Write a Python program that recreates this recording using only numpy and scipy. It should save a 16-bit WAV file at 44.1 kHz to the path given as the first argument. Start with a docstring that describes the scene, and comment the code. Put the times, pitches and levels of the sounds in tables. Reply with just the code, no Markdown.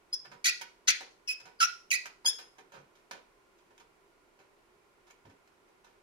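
"""A hand screws a filling tap shut under a wall boiler, heard close up in a small hard room.
Over the room's hollow hush come seven quick twists: on each the seal sticks and slips in a chirp
some 40 ms long that rings the metal. Between twists the hand bumps the casing softly and the knob
knocks as the fingers let go and grip again. From about 2.3 s the tap is tight, and only faint
ticks, rubs and bumps are left."""
import sys
import numpy as np
from scipy import signal
from scipy.fft import rfft, irfft
from scipy.io import wavfile

SR = 44100
rng = np.random.default_rng(int(sys.argv[2]) if len(sys.argv) > 2 else 0)


def wav_record(signal):
    """Record a signal, one row per channel, as 16-bit PCM in the file named by sys.argv[1]."""
    frames = np.transpose(np.atleast_2d(signal))
    bounded = np.clip(frames, -1, 1)
    # unit amplitude maps onto the largest positive 16-bit level
    quanta = np.round(bounded * 32767).astype(np.int16)
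    wavfile.write(sys.argv[1], SR, quanta)


N = 265878
TOP_HZ = 15900


def amp(db):
    """Decibels to gain."""
    return 10 ** (np.asarray(db) / 20)


def unit_rms(x):
    """Scales to an rms of one."""
    return x / np.sqrt(np.mean(x ** 2) + 1e-20)


def curve(points, hz):
    """Reads breakpoints on a log-frequency axis."""
    f, value = np.transpose(points)
    return np.interp(np.log(hz + 1), np.log(f + 1), value)


def peaks_db(modes, hz):
    """Resonances as bell-shaped EQ boosts."""
    return sum(db / (1 + (2 * (hz - f) / width) ** 2) for f, width, db in modes)


def pan(pan_db):
    """Stereo gains for a pan given as left minus right in dB."""
    return amp(np.array([[.5], [-.5]]) * pan_db)


def add(mix, time, sound):
    """Mixes a sound in at a time in seconds."""
    part = mix[..., max(round(time * SR), 0):][..., :sound.shape[-1]]
    part += sound[..., :part.shape[-1]]


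def ringing(gain_db, size=4096):
    """Minimum-phase impulse response, of unit energy, of a body whose EQ is gain_db(hz)."""
    log_gain = np.log(amp(gain_db(abs(np.fft.fftfreq(size, 1 / SR)))))
    response = np.fft.ifft(np.exp(np.conj(signal.hilbert(log_gain)))).real[:size // 2]
    return response / np.linalg.norm(response)


def wander(count, hz):
    """Smooth random modulator of rms one, rolled off above hz."""
    f = np.fft.rfftfreq(SR // 2, 1 / SR)
    return unit_rms(irfft(rfft(rng.standard_normal(SR // 2)) / (1 + (f / hz) ** 4))[:count])


# Room tone EQ: (frequency [Hz], relative level [dB])
HUSH_EQ = [(12, -39.5), (20, -7), (38, -8), (52, -18), (120, -14.5), (301, -12.5), (337, -6.5), (410, -4.5),
           (446, -12.5), (1030, -13), (1660, -17), (2260, -15.5), (3440, -24), (12100, -30.5), (16000, -39)]
# Its hollow resonances: (frequency [Hz], width [Hz], boost [dB])
HUSH_PEAKS = [(358.3, 49, 0.5), (425, 340, 3), (1026, 130, 5.5), (1407, 74, 8)]
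# Its stereo width: (frequency [Hz], left-right correlation [-1 to 1])
HUSH_CORRELATION = [(60, 1), (180, 0.39), (550, 0.6), (1650, -0.12), (4970, 0.12), (15000, -0.54)]
# Its balance: (frequency [Hz], pan [dB])
HUSH_BALANCE = [(60, -2), (240, 0), (950, -4), (3770, -0.5), (15000, 1)]


def room_hush(level_db=-66):
    """The still room: a steady bed of noise with a hollow colour."""
    hz = np.fft.rfftfreq(N, 1 / SR)
    left, other = rfft(rng.standard_normal((2, N)))
    shared = curve(HUSH_CORRELATION, hz)
    right = shared * left + np.sqrt(1 - shared ** 2) * other
    colour = amp(curve(HUSH_EQ, hz) + peaks_db(HUSH_PEAKS, hz)) * pan(curve(HUSH_BALANCE, hz))
    return amp(level_db) * unit_rms(irfft(np.array([left, right]) * colour, N))


def seal_load(t, swell, length, peak, start_hz, loaded_hz, end_hz, slips_db, squeal_db, rough):
    """Load on the seal builds and eases; under load its slips are stronger, more even, mostly slower."""
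    progress = np.clip(t / length, 0, 1)
    catching = progress < peak
    catch = abs(1 - progress / peak) ** 1.7
    release = abs((progress - peak) / (1 - peak)) ** 1.35
    slack = np.where(catching, catch, release)  # 0 at full load, 1 at none
    hz = loaded_hz + (np.where(catching, start_hz, end_hz) - loaded_hz) * slack
    # the squeal swells first, then the slips set in around t = 0
    squeal_env = amp(squeal_db - 2 * slack) * np.exp(np.minimum(t, 0) / swell)
    slip_env = amp(slips_db - 11.5 * slack) * np.clip(t / .0017 + .5, 0, 1)
    return hz, slip_env, squeal_env, rough * (1 + .15 * slack)


# Body EQ of the tap and its pipe: (frequency [Hz], relative level [dB])
TAP_EQ = [(100, -40.5), (800, -25.5), (1100, -26), (1350, -7.5), (1650, -4.5), (2000, -4.5), (2700, -4),
          (3100, 0), (3800, -3), (6700, -1), (7600, -11.5), (10500, -12), (12500, -18.5), (16000, -16.5)]
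# The tap's metallic ring: (frequency [Hz], width [Hz], boost [dB])
TAP_PEAKS = [(1426, 78, 10), (1945, 81, 9), (2346, 270, 4.5), (2536, 150, 7.5), (3550, 170, 4),
             (6350, 1200, 2)]


def seal_chirp(hz, slip_env, squeal_env, rough, overtone_db, tilt_db, fundamental_db, squeal_hz=5080):
    """Uneven slips of the seal ring the tap; one mode locks to a multiple of their rate and squeals."""
    count = len(hz)
    fade = signal.windows.tukey(count, .08)
    trade = amp(3.5 * wander(count, hz=110))  # energy swings between slipping and squealing
    # a rough seal drifts in rate, and lets go early or late and with uneven force
    rate = hz * (1 + .1 * rough * wander(count, hz=350))
    phase = 2 * np.pi * (np.cumsum(rate) / SR + .16 * rough * wander(count, hz=900))
    harmonics = sum(np.cos(k * phase) * (k * hz < TOP_HZ) for k in range(2, 14))
    pulses = amp(fundamental_db) * np.cos(phase) + harmonics
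    force = unit_rms(pulses * np.sqrt(hz)) * (1 + .8 * rough * wander(count, hz=900))
    grit = .75 * np.sqrt(rough) * rng.standard_normal(count)
    push = unit_rms((force + grit) * trade) * slip_env * fade
    body = ringing(lambda f: curve(TAP_EQ, f) + peaks_db(TAP_PEAKS, f)
                   + tilt_db * np.log2(np.maximum(f, 1000)))
    sound = signal.fftconvolve(push, body)
    sound *= np.linalg.norm(push) / np.linalg.norm(sound)
    # a whole number of squeal cycles fits between two slips
    cycles = np.maximum(np.round(squeal_hz / hz), 1)
    locked = 2 * np.pi * np.cumsum(rate * cycles) / SR
    tone = np.sin(locked) + amp(overtone_db) * np.sin(2 * locked) + amp(-33.5) * np.sin(3 * locked)
    flutter = 1 + .12 * wander(count, hz=350)
    add(sound, 0, unit_rms(tone * flutter / trade) * squeal_env * fade)
    return sound


# Twist cues: (time [s], squeal swell time constant [s], length [s], load peak position [0-1],
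# starting slip rate [Hz], loaded slip rate [Hz], final slip rate [Hz], slip level [dB],
# squeal level [dB], roughness [0-1], pan [dB], squeal second harmonic [dB],
# slip brightness [dB/octave], slip fundamental [dB])
TWIST_CUES = [ (0.13, 0.0015, 0.015, 0.36, 1670, 1673, 1781, -44.5, -27, 0.08, -1, -22.5, 2, -7.5),
              (.443, .0008, .055, 0.32, 2480, 1945, 2790, -20.5, -30.5, 0.38, 1, -17, -.5, -0.5),
              (0.874, .0013, 0.037, .3, 2399, 2062, 2362, -18.5, -35, .55, 3, -21.5, -3, -3),
              (1.276, 0.00098, .057, 0.2, 2766, 2546, 2646, -32, -36, 0.18, 1, -27, 1, 5.5),
              (1.602, .004, .053, .26, 1610, 1299, 1447, -21.5, -29.5, 0.25, -0.5, -17, -1.5, 9),
              (1.905, .0012, .056, .44, 3038, 1911, 2655, -22.5, -36.5, .13, 1, -20, 2, 7.5),
              (2.256, .003, 0.048, .15, 1642, 1641, 1820, -28, -26.5, 0.05, 2, -10, 1, -10), ]


def tap_twists():
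    """Each twist of the knob loads the seal and draws one chirp from it."""
    track = np.zeros((2, N))
    for time, swell, length, *motion, pan_db, overtone_db, tilt_db, fundamental_db in TWIST_CUES:
        lead_in = 4 * swell
        t = np.arange(-lead_in, length, 1 / SR)
        sound = seal_chirp(*seal_load(t, swell, length, *motion), overtone_db, tilt_db, fundamental_db)
        add(track, time - lead_in, sound * pan(pan_db))
    return track


# Soft bumps on the casing: (time [s], level [dB], pitch [Hz], length [s])
BUMP_CUES = [(.22, -70, 167, 0.21), (1.40, -74, 160, 0.11), (2.711, -68.5, 160, .19),
             (5.223, -65.5, 119.4, 0.12), (5.241, -70, 248, 0.16)]


def hand_bumps(width_hz=45):
    """The flesh of the hand gives the sheet metal a dull, loose rumble."""
    track = np.zeros(N)
    for time, db, hz, length in BUMP_CUES:
        t = np.arange(int(length * SR)) / SR
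        sway = wander(len(t), width_hz) + 1j * wander(len(t), width_hz)
        rumble = (sway * np.exp(2j * np.pi * hz * t)).real
        add(track, time, amp(db) * unit_rms(rumble * np.hanning(len(t))))
    return track


# Fingers on the knob, short knocks to long rubs: (time [s], level [dB], decay [s], brightness [dB/octave])
KNOCK_CUES = [ (.249, -52.5, 0.016, 0), (.314, -47, 0.018, -0.5), (.612, -35, 0.0065, 3.5),
              (1.004, -46, 0.016, 0.5), (1.400, -54, 0.018, 2), (1.452, -50, 0.025, 0),
              (2.056, -36.5, 0.0067, 2.5), (2.246, -44.5, 0.021, 0), (2.386, -45.5, 0.018, 2),
              (2.582, -49.5, 0.014, 0), (2.719, -54, .012, 1.5), (2.735, -50.5, 0.038, -1.5),
              (2.950, -65, 0.036, 2), (3.110, -38.5, 0.0077, 1.5), (3.129, -50, 0.031, 0),
              (3.578, -69.5, 0.032, 2), (3.706, -64, 0.013, -1), (3.777, -59.5, 0.0077, 2.5),
              (3.798, -52.5, 0.011, 1), (4.389, -61, 0.033, -0.5), (5.067, -62, 0.032, 1),
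              (5.102, -54, 0.0092, 2), (5.251, -58.5, 0.02, -1.5), (5.294, -58.5, 0.019, -1),
              (5.475, -53, 0.0013, 2.5), (5.680, -65.5, 0.016, -0.5), (5.844, -57, 0.0075, 2.5),
              (5.864, -63.5, .042, -0.5), ]
# Body EQ of the casing: (frequency [Hz], relative level [dB])
CASING_EQ = [(60, -24.5), (220, -11), (400, -2), (900, 0), (1400, 0), (2500, -3), (6500, -10.5),
             (8000, -19), (12000, -22.5), (15000, -30.5)]
# The casing's ring: (frequency [Hz], width [Hz], boost [dB])
CASING_PEAKS = [(445, 140, 8.8), (565, 27, 0.74), (760.3, 22, 5.4), (950, 98, 7.5), (1493, 57, 8.6),
                (1850, 60, 6.4), (2440, 210, 3.4), (3054, 53, 2.7)]


def knob_knocks(grain_db=4):
    """Each touch is a short grainy scuff of contact force that rings the casing."""
    track, t = np.zeros(N), np.arange(SR // 5) / SR
    for time, db, decay, tilt_db in KNOCK_CUES:
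        attack = .084 * decay
        force = unit_rms(rng.standard_normal(len(t)) * amp(grain_db * wander(len(t), hz=570)))
        envelope = np.minimum(t / attack, 1) * np.exp(-np.maximum(t - attack, 0) / decay)
        casing = ringing(lambda f: curve(CASING_EQ, f) + peaks_db(CASING_PEAKS, f)
                         + tilt_db * np.log2(np.maximum(f, 300)))
        add(track, time, amp(db) * signal.fftconvolve(force * envelope, casing))
    return track


# Reverb decay: (frequency [Hz], time to fall 60 dB [s])
REVERB_DECAY = [(200, .42), (1400, 0.33), (3000, 0.35), (6000, 0.36), (10000, 0.46), (15000, 0.29)]
# Reverb EQ: (frequency [Hz], level against the direct sound [dB])
REVERB_EQ = [(200, 9), (1400, 0), (5000, -3), (9000, -12), (15000, -13)]


def room_tail(t, attack=.0013):
    """Diffuse reverb off the hard walls: noise dying away at its own rate in each band."""
    hz, age, bands = signal.stft(rng.standard_normal((2, len(t))), SR, nperseg=256)
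    damping = np.log(1000) / curve(REVERB_DECAY, hz)[:, None]
    envelope = np.exp(-damping * age) * np.sqrt(2 * damping / SR)  # unit energy in each band
    bands *= amp(curve(REVERB_EQ, hz))[:, None] * envelope
    return signal.istft(bands, SR, nperseg=256)[1][:, :len(t)] * (1 - np.exp(-t / attack))


# Early reflections off casing, hand and wall: (left delay [ms], right delay [ms], level [dB])
REFLECTIONS = [(1.449, 1.5, -17.5), (3.601, 3.0, -13), (5.1, 5.2, -12.5)]
# Stereo image of the tap: (frequency [Hz], pan [dB])
TAP_BALANCE = [(400, -3), (1400, -10), (2300, -9.5), (4200, -1), (6400, 11), (9000, -7.5), (15000, -3.5)]


def in_room(sound, left_lag_ms, nook_db, nook_decay_s):
    """Direct sound, early reflections, scatter in the nook under the casing, then the room's tail."""
    t, hz = np.arange(SR) / SR, np.fft.rfftfreq(SR, 1 / SR)

    def delay(left_ms, right_ms):
        return np.exp(-2j * np.pi * hz * np.array([[left_ms], [right_ms]]) / 1000)

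    echoes = sum(amp(db) * delay(left, right) for left, right, db in REFLECTIONS)
    early = delay(left_lag_ms, 0) * (1 + echoes)
    nook = rng.standard_normal((2, SR)) * (1 - np.exp(-t / .0014)) * np.exp(-t / nook_decay_s)
    nook *= amp(nook_db) / np.linalg.norm(nook, axis=1, keepdims=True)
    pan_db = curve(TAP_BALANCE, hz)
    paths = irfft((early + rfft(nook)) * pan(pan_db) + rfft(room_tail(t)) * pan(.5 * pan_db), SR)
    lead = SR // 500  # keeps the pre-ring of the pan filter
    response = np.roll(paths, lead, axis=1)[:, :SR // 2] / np.sqrt(1 + amp(nook_db) ** 2)
    return signal.fftconvolve(np.atleast_2d(sound), response, axes=1)[:, lead:lead + N]


def scene():
    """The mix: room tone, chirps with reverb, dry bumps and knocks with reverb."""
    chirps, knocks, bumps = tap_twists(), knob_knocks(), hand_bumps()
    knocks = in_room(knocks, left_lag_ms=.23, nook_db=0, nook_decay_s=.012)
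    chirps = in_room(chirps, left_lag_ms=.2383, nook_db=1, nook_decay_s=.0052)
    return room_hush() + chirps + bumps + knocks


def record(dry):
    """A steep low-pass on the whole mix."""
    lowpass = signal.firwin(511, TOP_HZ, window=("kaiser", 9), fs=SR)
    return signal.oaconvolve(dry, lowpass[None], "same")


dry = scene()
out = record(dry)
wav_record(out)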